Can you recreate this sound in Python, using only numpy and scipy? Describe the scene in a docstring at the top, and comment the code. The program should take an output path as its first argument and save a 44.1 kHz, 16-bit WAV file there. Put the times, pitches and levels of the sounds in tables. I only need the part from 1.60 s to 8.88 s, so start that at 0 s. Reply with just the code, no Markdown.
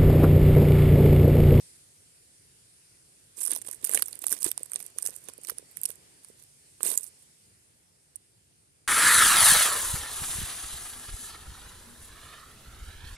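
"""A breeze hisses in far leaves over a low rumble, strong at first, then weaker, and fades further at the end.
From 1.8 s to 4.8 s, and again from 5.2 s to 5.6 s, dry leaves are crushed and brushed in short flurries
right beside the right microphone of a phone in a wood; one last snap comes near 6.6 s.
Brittle snaps sweep down in pitch over fine crackling grains and soft low bumps made of dying sines.
The phone's body shades the left microphone by filtered, scattered paths; both ports ring near 9 kHz."""
import sys
import numpy as np
from scipy import signal
from scipy.fft import rfft, irfft, next_fast_len
from scipy.io import wavfile
from scipy.ndimage import uniform_filter1d

SR = 44100
rng = np.random.default_rng(int(sys.argv[2]) if len(sys.argv) > 2 else 0)


def to_wav(s):
    """Save 16-bit WAV."""
    ch = np.atleast_2d(s).T  # columns
    pcm = np.round(np.clip(ch, -1, 1) * 32767)  # PCM
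    wavfile.write(sys.argv[1], SR, pcm.astype(np.int16))


N = 320915
PORT_GAP_S = 19 / SR  # travel time between the two microphone ports

# Spectrum of the brittle treble with the port's ring: frequency_hz, relative_level_db (per Hz)
CRISP_SPECTRUM = [(2500, -47.5), (4500, -38), (6000, -20.5), (7000, -16.5), (8000, -6.5), (9250, 1),
                  (11000, -9.5), (14200, -14.5), (17000, -14)]


def gain_of(db):
    """Amplitude ratio: 20 dB is a factor of ten."""
    return 10 ** (np.asarray(db) / 20)


def evened(x):
    """Normalisation to unit root-mean-square over all values."""
    return x / np.sqrt(np.mean(x ** 2) + 1e-20)


def smoothed_twice(x, width, axis=-1):
    """Two moving averages in a row act as a smooth low-pass filter."""
    return uniform_filter1d(uniform_filter1d(x, width, axis), width, axis)


def read(points, hz):
    """Linear interpolation of a spectrum on a logarithmic frequency axis."""
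    f, value = np.transpose(points)
    return np.interp(np.log(hz + 1), np.log(f + 1), value)


def add(mix, s, sound):
    """Superposition: sounds add linearly, here from second s on."""
    part = mix[round(s * SR):][:len(sound)]
    part += sound[:len(part)]


def air():
    """Far leaves and rumble as diffuse noise: random short-time spectra, partly coherent between the ports."""
    # Mean spectrum of the air: frequency_hz, relative_level_db (per Hz)
    air_spectrum = [(21, -50), (35, -7), (107, 3), (243, -11.5), (283, -10.5), (365, -11), (674, -18),
                    (1120, -21.5), (1870, -19.5), (3810, -21.5), (4920, -18), (6510, -20), (9310, -11),
                    (13600, -31), (15500, -50)]
    # Coherence of the ports: frequency_hz, likeness (0 to 1)
    likeness = [(30, .6), (70, 1), (130, 0.81), (300, 0.53), (700, 0.59), (2000, .25), (6000, 0.11),
                (15000, 0.0562)]
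    # Balance of the ports: frequency_hz, left_minus_right_db
    balance = [(60, -5), (110, 3), (200, 1), (380, -4), (700, 3), (1290, 1), (2380, 3), (4400, 1),
               (8120, -3), (15000, 2.5)]
    # Breeze in the far leaves: time_s, relative_treble_db
    breeze = [(0, 17), (.15, 14.5), (.25, 10), (1.2, 9), (3.2, 10), (5.6, 10), (5.9, 7.5), (6.2, 3.8),
              (7.3, 2.5)]
    stir_from_s, stir_to_s, stir_db = 1.9, 4.63, 5  # disturbed litter lifts the middle meanwhile
    middle_db, middle_share = 1.04, 0.5  # the middle follows the breeze less than the treble
    level_db = -59.0  # rms between 0.5 s and 1.5 s

    frames, hz = N // 256 + 5, np.fft.rfftfreq(1024, 1 / SR)
    a, b, c, d, patches = rng.standard_normal((frames, 513, 5)).T
    patches = evened(uniform_filter1d(uniform_filter1d(patches, 12, 0), 14, 1))
    t = np.arange(frames) * 256 / SR
    treble_db = np.interp(t, *np.transpose(breeze))
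    stirred = uniform_filter1d(1. * (t > stir_from_s) * (t < stir_to_s), size=60)
    middle_swell_db = middle_db + middle_share * treble_db + stir_db * stirred
    # smooth shares of the band above 3 kHz and above 200 Hz
    high, low = (1 / (1 + (edge_hz / (hz + 1)) ** 3)[:, None] for edge_hz in (3000, 200))
    swell_db = high * treble_db + (low - high) * middle_swell_db

    alike = np.clip(read(likeness, hz), 0, 1)[:, None]
    left = a + 1j * b
    late = np.exp(-2j * np.pi * hz * PORT_GAP_S)[:, None]  # the air reaches the left port first
    right = alike * left * late + np.sqrt(1 - alike ** 2) * (c + 1j * d)
    tilt = gain_of(read(balance, hz) / 2)[:, None]
    spectrum_db = read(air_spectrum, hz)[:, None] + 1.4 * patches + swell_db
    spectra = np.array([left * tilt, right / tilt]) * gain_of(spectrum_db)
    out = signal.istft(spectra, nperseg=1024, noverlap=768)[1][:, :N]
    return gain_of(level_db) * out / out[:, SR // 2:SR * 3 // 2].std()


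def wood(x, t60_s=0.024):
    """Reverberation: litter, trunks and the bank return an exponentially dying tail, different at each port."""
    t = np.arange(SR // 4) / SR
    tail = rng.standard_normal((2, len(t))) * gain_of(-60 * t / t60_s) * (t > .002)
    return signal.oaconvolve(x, tail / np.linalg.norm(tail[0]), axes=1)[:, :N]


def shaded(x, direct=0.43, scatter_s=0.0035, shift_s=0.019, waver_db=3.5, count=8):
    """Diffraction round the phone to the left port: later, duller, on scattered paths that change as leaves move."""
    # Shading by the phone's body: frequency_hz, left_re_right_db
    shade = [(100, -8.5), (400, -34.5), (1500, -27.5), (4500, -22), (8000, -30), (10500, -20.5),
             (12500, -36.5), (14500, -43.5)]
    t, hz = np.arange(2048) / SR, np.fft.rfftfreq(4096, 1 / SR)
    paths = rng.standard_normal((count, 2048)) * np.exp(-t / scatter_s) / np.sqrt(scatter_s * SR / 2)
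    paths[:, 0] = direct
    delay = np.exp(-2j * np.pi * hz * (PORT_GAP_S + 512 / SR))  # 512 samples of room, cut off at the end
    paths = irfft(rfft(paths, 4096) * gain_of(read(shade, hz)) * delay)
    # one path hands over to the next every shift_s, in a cycle
    step = np.arange(N) / SR / shift_s
    turn = (step - np.arange(count)[:, None] + 1) % count - 1
    share = np.cos(np.pi / 2 * np.clip(turn, -1, 1))
    waver = evened(smoothed_twice(rng.standard_normal(N), 600))
    sent = x * share * gain_of(waver_db * waver)
    return signal.oaconvolve(sent, paths, axes=1).sum(0)[512:N + 512]


def cracks(gain_db, burst_s, colour_db, sweep_s=0.0022, echo_s=.0022, echo_db=-14):
    """Dispersion: bending waves bring the treble of a dying burst first, and the ground throws it back.
    Each row of gain_db makes one crack with its own uneven colour, scaled to peak 1."""
    t, hz = np.arange(1024) / SR, np.fft.rfftfreq(1024, 1 / SR)
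    draw = rng.standard_normal((len(gain_db), 1540))
    u = t / (burst_s * np.exp(.3 * draw[:, -1:]))
    burst = draw[:, :1024] * u ** .6 * np.exp(-u)  # the crack runs up before it dies
    colour = evened(smoothed_twice(draw[:, 1024:1537], 30, 1))
    delay_s = sweep_s * np.clip(1 - hz / 17000, 0, .75)  # none at the top, level in the bass
    phase = 2 * np.pi * np.cumsum(delay_s) * SR / 1024  # the slope of phase is delay
    echo_delay_s = echo_s * np.exp(0.33 * draw[:, -3:-2])
    echo = gain_of(echo_db + 5.3 * draw[:, -2:-1]) * np.exp(-2j * np.pi * hz * echo_delay_s)
    spectrum = rfft(burst) * gain_of(gain_db + colour_db * colour)
    shape = irfft(spectrum * np.exp(-1j * phase) * (1 + echo))
    return shape / abs(shape).max(1, keepdims=True)


def grains(colour, clump_db, per_s, spread_db, burst_s, colour_db, count=18):
    """Shot noise: dense cracks at random moments, of many shapes and colours and random sizes."""
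    hz = np.fft.rfftfreq(1024, 1 / SR)
    shapes = cracks(read(colour, hz) * np.ones((count, 1)), burst_s, colour_db)
    size_db = spread_db * np.minimum(rng.exponential(1, N), 3) + clump_db  # most are small
    size = gain_of(size_db) * (rng.random(N) < per_s / SR)
    kind = rng.integers(0, count, N)
    return evened(sum(signal.oaconvolve(size * (kind == k), shape)[:N] for k, shape in enumerate(shapes)))


def bumps(cycles=0.79, thud=0.28):
    """Damped oscillation: a few soft cycles swell and die, with a slower push an octave below."""
    # Soft bumps against the litter: peak_time_s, envelope_peak_db, pitch_hz
    bump_table = [(1.892, -42.5, 443), (1.91, -42.5, 505), (1.926, -44, 374), (2.089, -47, 424),
                  (2.235, -41, 336), (2.295, -33, 483), (2.352, -35, 420), (2.375, -32.5, 523),
                  (2.424, -34.5, 464), (2.531, -48, 467), (2.622, -45.5, 324), (2.725, -34, 377),
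                  (2.849, -42, 500), (2.864, -24, 350), (2.978, -41.5, 750), (3.01, -40, 487),
                  (3.363, -46, 477), (3.444, -43, 450), (3.49, -36, 490), (3.69, -37, 490),
                  (3.787, -40, 484), (3.92, -37.5, 470), (3.996, -43, 448), (4.027, -46.5, 486),
                  (4.298, -38, 450), (4.702, -42.5, 437), (5.207, -40.5, 445), (5.238, -37, 390),
                  (5.259, -32, 500), (5.272, -37, 407), (5.288, -37.5, 415), (5.313, -37, 700),
                  (5.332, -46, 700)]
    t, out = np.arange(1500) / SR, np.zeros(N)
    for (s, db, hz), turn in zip(bump_table, rng.random((len(bump_table), 2))):
        u = t * hz / cycles  # the envelope peaks at u = 1
        tone = np.sin(2 * np.pi * (hz * t + turn[0]))
        push = np.sin(2 * np.pi * (.5 * hz * t + turn[1]))
        add(out, s - cycles / hz, gain_of(db) * u * np.exp(1 - u) * (tone + thud * push))
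    return out


def rustle():
    """Stick-slip friction: leaves rub and crease in grains, ticks and a duller scrape that follow each push."""
    # Pushes through the litter: start_s, held_s, crisp_grains_db, low_scrape_db
    strokes = [(1.777, 0.025, -36, -51.5), (1.815, 0.06, -30, -50), (1.907, 0.026, -31, -39.5),
               (1.953, 0.036, -40, -51), (2.063, 0.021, -40, -51.5), (2.111, 0.039, -40, -57),
               (2.18, 0.042, -54, -61), (2.245, 0.07, -35, -48.5), (2.333, 0.022, -32, -41.5),
               (2.365, 0.043, -29, -42), (2.44, .08, -43, -61), (2.55, 0.0087, -43.5, -49.5),
               (2.617, 0.067, -40.5, -54.5), (2.705, 0.033, -26.5, -43), (2.755, 0.018, -49, -52),
               (2.8, 0.032, -37, -54.5), (2.85, 0.018, -28, -39), (2.895, 0.036, -49, -64),
               (2.975, 0.047, -49, -58), (3.045, 0.12, -54.5, -70), (3.157, 0.0027, -49, -49.5),
               (3.191, 0.083, -42.5, -54.5), (3.382, 0.0071, -40, -50.5), (3.405, 0.035, -44, -59),
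               (3.459, 0.0078, -27, -45.5), (3.49, .04, -52, -58), (3.557, 0.016, -41.5, -65),
               (3.62, 0.037, -48.5, -66), (3.676, 0.023, -49, -51), (3.829, 0.023, -40.5, -59),
               (3.882, 0.037, -39.5, -49), (3.976, 0.016, -50, -56.5), (4.1, 0.025, -55, -73),
               (4.17, 0.018, -44, -62), (4.23, 0.027, -49, -65), (4.291, 0.025, -40, -51),
               (4.638, .012, -57, -63), (4.685, 0.024, -56, -71), (4.78, 0.068, -58, -67),
               (5.223, .018, -41, -51.5), (5.251, 0.058, -21.5, -38), (5.322, 0.022, -29, -48.5),
               (5.345, 0.026, -39.5, -58), (5.385, 0.028, -43, -63), (5.43, 0.041, -41, -62.5),
               (5.59, 0.036, -56, -71)]
    # Spectrum of the scrape: frequency_hz, relative_level_db (per Hz)
    scrape_spectrum = [(60, -29), (130, -18), (350, 1), (800, -9.5), (1500, -10.5), (3000, -11),
                       (5000, -10.5), (7000, -14), (9000, -70)]
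    rise_db_per_s, settle_db_per_s = 904, 603  # every push starts fast and settles more slowly
    hard_db, light_db = -19, -36  # a hard push fuses into an even crumple, a light one stays lumpy
    dull_hz, dull_share = 11200, 0.22  # the lightest push loses this share of the treble above the edge
    ticks_db = -5  # sparse small breaks re the grains, in the lightest push

    t, crisp_level, scrape_level = np.arange(N // 32 + 1) * 32 / SR, 0, 0
    for start, held, crisp_db, scrape_db in strokes:
        before, after = np.maximum(start - t, 0), np.maximum(t - start - held, 0)
        push_db = -rise_db_per_s * before - settle_db_per_s * after
        crisp_level = crisp_level + gain_of(crisp_db + push_db)
        scrape_level = scrape_level + gain_of(scrape_db + push_db)
    crisp_level, scrape_level = (np.interp(np.arange(N) / SR, t, v) for v in (crisp_level, scrape_level))

    lumps = evened(smoothed_twice(rng.standard_normal(N), 200))
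    crisp_level_db = 20 * np.log10(crisp_level + 1e-9)
    light = np.clip((hard_db - crisp_level_db) / (hard_db - light_db), .25, 1)
    clump = light * lumps
    fine = grains(CRISP_SPECTRUM, 4.3 * clump, per_s=3100, spread_db=6, burst_s=0.00025, colour_db=5)
    treble = signal.oaconvolve(fine, signal.firwin(63, dull_hz, pass_zero=False, fs=SR), "same")
    fine = fine - dull_share * light * treble
    ticks = grains(CRISP_SPECTRUM, 2.2 * clump, per_s=140, spread_db=4.0, burst_s=0.00029,
                   colour_db=5.5, count=10)
    scrape = grains(scrape_spectrum, 3.8 * clump, per_s=1200, spread_db=4, burst_s=.0007, colour_db=5.5)
    return crisp_level * (fine + gain_of(ticks_db) * light * ticks) + scrape_level * scrape


def snaps():
    """Brittle fracture: stored strain leaves as a treble crack, with a papery middle and a hollow knock behind."""
    # The breaks that stand out: crack_peak_time_s, crack_peak_db, top_octave_re_ring_db,
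    # papery_middle_re_crack_peak_db, hollow_body_re_crack_peak_db
    snap_table = [(1.8064, -16, -23, -40, -28), (1.8133, -16, -23, -23, -32), (1.82, -13, -9, -33, -35),
                  (1.832, -15, -13, -31, -40), (1.84, -16, -16.5, -25, -37), (1.852, -9, -17, -34, -41),
                  (1.855, -13, -13, -19, -38), (1.8613, -11, -15.5, -31, -32), (1.8745, -8, -17, -33, -30),
                  (1.88, -12, -21, -32, -19.5), (1.8877, -21, -16, -27, -41), (1.9087, -9.5, -13, -16, -27),
                  (1.916, -6, -15, -17, -35), (1.9358, -19, -16, -14, -31), (1.951, -15.5, -17, -19, -28),
                  (1.9566, -19, -20, -10, -23), (1.9622, -12.5, -11, -13, -19), (1.9747, -19, -6, -17, -32),
                  (1.989, -26, -17, -18, -28), (2.017, -18, -16, -21, -23), (2.021, -20.5, -2, -14, -28),
                  (2.0648, -22, -8, -27, -37), (2.075, -18, -13, -36, -39), (2.0873, -20, -12, -39, -17.5),
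                  (2.1138, -16, -15.5, -26, -31), (2.135, -26, -12.5, -22, -14),
                  (2.1496, -31, -19, -27, -25), (2.244, -6, -6, -25, -23.5), (2.2482, -4.5, -4, -26, -38),
                  (2.257, -15, -5, -33, -40), (2.265, -24, -22, -31, -30), (2.272, -11.5, 3, -33, -37),
                  (2.2935, -7.5, -2, -33, -22.5), (2.314, -12, -5.5, -26, -30),
                  (2.3364, -6.5, -12, -34, -20), (2.3469, -0.5, -8, -23, -23.5),
                  (2.3508, -2, -20, -22, -24), (2.3584, -10, -19, -15, -24), (2.3739, -10, -15, -15, -5.5),
                  (2.3954, -16, -6, -32, -10.5), (2.4224, 1, -4, -16, -18.5),
                  (2.4296, -17.5, -23, -28, -23), (2.4589, -18.5, -13, -27, -30),
                  (2.4633, -20.5, -18, -19, -37), (2.4831, -18, -4, -16, -24.5),
                  (2.5296, -18.5, -8.5, -11, -24.5), (2.5546, -24, -7, -23, -28),
                  (2.5907, -20, -9, -40, -43), (2.64, -9, 6, -19, -14.5), (2.6677, -2, -10, -15, -30),
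                  (2.6729, -15, -2, -18, -36), (2.6824, -13, -7, -10, -38), (2.6943, -20, -9, -14, -36),
                  (2.71, -8, 10, -28, -40), (2.7178, -7.5, -7, -16, -41), (2.726, -3.5, -7, -27, -21),
                  (2.73, -12.5, -6, -8, -18), (2.7672, -25, -6, -10, -31), (2.788, -21.5, -4, -16, -33),
                  (2.8226, -17.5, -10, -12, -29), (2.83, -9, -12, -12.5, -31), (2.8445, -2, -9.5, -36, -34),
                  (2.8805, -14.5, -14, -8.5, -29), (2.891, -19.5, -7, -16, -34),
                  (2.9054, -24, -15, -25, -24), (2.9159, -9, -12, -11, -24), (2.9777, -10.5, -18, -6, -19),
                  (3.0327, -12.5, -3, -40, -42), (3.0599, -28, -11.5, -22.5, -24),
                  (3.1188, -16.5, -9, -30, -21.5), (3.1348, -17, -15, -21, -21.5),
                  (3.1428, -18, 1, -28, -41), (3.1596, -8, -34, -13.5, -24.5), (3.1924, -28, -1, -10, -36),
                  (3.2026, -12.5, 5, -21, -24.5), (3.227, -19.5, -4, -26, -29), (3.242, -28, -6, -26, -35),
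                  (3.2634, -18.5, -11, -23, -39), (3.386, -9, 1, -12.5, -21.5),
                  (3.425, -13.5, -8, -16, -24), (3.429, -11.5, -8, -26, -30), (3.4396, -22, -4, -17, -25),
                  (3.463, -5.5, -2, -14.5, -25.5), (3.4722, -3, -0.5, -18.5, -36.5),
                  (3.5063, -24.5, -14, -26, -34), (3.5639, -20.5, -8, -17, -42),
                  (3.6868, -21, -10, -11, -13), (3.6926, -26, -17, -16, -19), (3.7366, -28, -15, -25, -27),
                  (3.7801, -28, -8, -20, -34), (3.8353, -27, -17, -27, -21), (3.848, -23, -3, -5, -13.5),
                  (3.871, -20.5, -5, -13, -32), (3.885, -27, -27, -24, -28), (3.8947, -15, 1, -16, -12),
                  (3.898, -2.5, 2, -23, -22.5), (3.9045, -19, -7, -9, -29), (3.984, -15.5, -13, -17, -27),
                  (4.1133, -29, 6, -20, -25), (4.1711, -13.5, -6, -16.5, -23.5),
                  (4.2155, -16.5, 2, -27, -45), (4.2335, -3.5, 6, -26, -38), (4.2396, -18, -19, -18, -39),
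                  (4.255, -5.5, -8, -12, -26.5), (4.289, -22, -1, -22, -29), (4.303, -9.5, 1.5, -34, -24),
                  (4.315, -24, -9, -22, -32), (4.3565, -32.5, -8, -26, -29),
                  (4.6476, -30.5, -1.5, -13, -16), (4.6862, -32.5, -8, -21, -32),
                  (4.8254, -34, -1, -24, -29), (4.837, -33, 2, -13, -34), (5.2062, -37.5, -15.5, -25, 6.5),
                  (5.231, -2, 4.5, -22, -31), (5.235, -10, -4, -36, -32), (5.2574, -22, 3, -29, -18),
                  (5.265, -7.5, -10, -32, -24), (5.316, -13, -12, -15, -20), (5.332, -15, -15, -20, -22),
                  (5.3767, -1, -6.5, -25, -51), (5.417, -31, 0, -39.5, -41), (5.441, -9.5, 8, -31, -47),
                  (5.448, -29, 0, -24, -26), (5.465, -25, -6, -20, -32), (5.478, -31, -14.5, -21, -33),
                  (6.5587, -20, -11, -33, -47)]
    # Spectrum of the papery middle: frequency_hz, relative_level_db (per Hz)
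    middle_spectrum = [(2000, -26.5), (3300, -13), (6000, -1.5), (7500, -13.5)]
    # Spectrum of the hollow body: frequency_hz, relative_level_db (per Hz)
    knock_spectrum = [(250, -24.5), (700, -6), (1500, -1), (3000, -5.5), (4500, -14), (7000, -57)]
    s, peak_db, top_db, middle_db, body_db = np.transpose(snap_table)
    hz, out, each = np.fft.rfftfreq(1024, 1 / SR), np.zeros(N), np.ones((len(s), 1))
    tilt_db = (top_db[:, None] + 10) * np.clip((hz - 10000) / 3000, 0, 1)  # bright or dull
    crisp = cracks(read(CRISP_SPECTRUM, hz) + tilt_db, burst_s=0.00037, colour_db=4.0)
    middle = cracks(read(middle_spectrum, hz) * each, burst_s=.0003, colour_db=4)
    body = cracks(read(knock_spectrum, hz) * each, burst_s=0.00061, colour_db=7.0)
    whole = crisp + gain_of(middle_db)[:, None] * middle + gain_of(body_db)[:, None] * body
    whole = np.roll(whole, 100, axis=1)  # room ahead of the onset
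    crack_top = abs(crisp).argmax(1) + 100
    for at, db, sound, top in zip(s, peak_db, whole, crack_top):
        add(out, at - top / SR, gain_of(db) * sound)
    return out


def scene():
    """Superposition of near and far fields: leaves at the right port, shaded at the left, over the air."""
    leaves = snaps() + bumps() + rustle()
    ports = np.array([shaded(leaves), leaves])
    tail_gain = gain_of([[-8], [-28]])  # left, right
    return ports + tail_gain * wood(ports) + air()


def roll_off(x):
    """The treble ends steeply here."""
    return signal.sosfilt(signal.butter(12, 16460, fs=SR, output="sos"), x)


def record(dry):
    """Band limitation: the microphone path is a zero-phase filter that closes both ends of the band."""
    # Response of the microphone path: frequency_hz, gain_db
    response = [(20, -26), (45, -5), (80, 0), (13600, 0), (14500, -8), (14900, -34), (16300, -50),
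                (16700, -100)]
    size = next_fast_len(N)
    gain = gain_of(read(response, np.fft.rfftfreq(size, 1 / SR)))
    closed = irfft(rfft(dry, size) * gain, size)[:, :N]
    return roll_off(closed)


dry = scene()
out = record(dry)
to_wav(out)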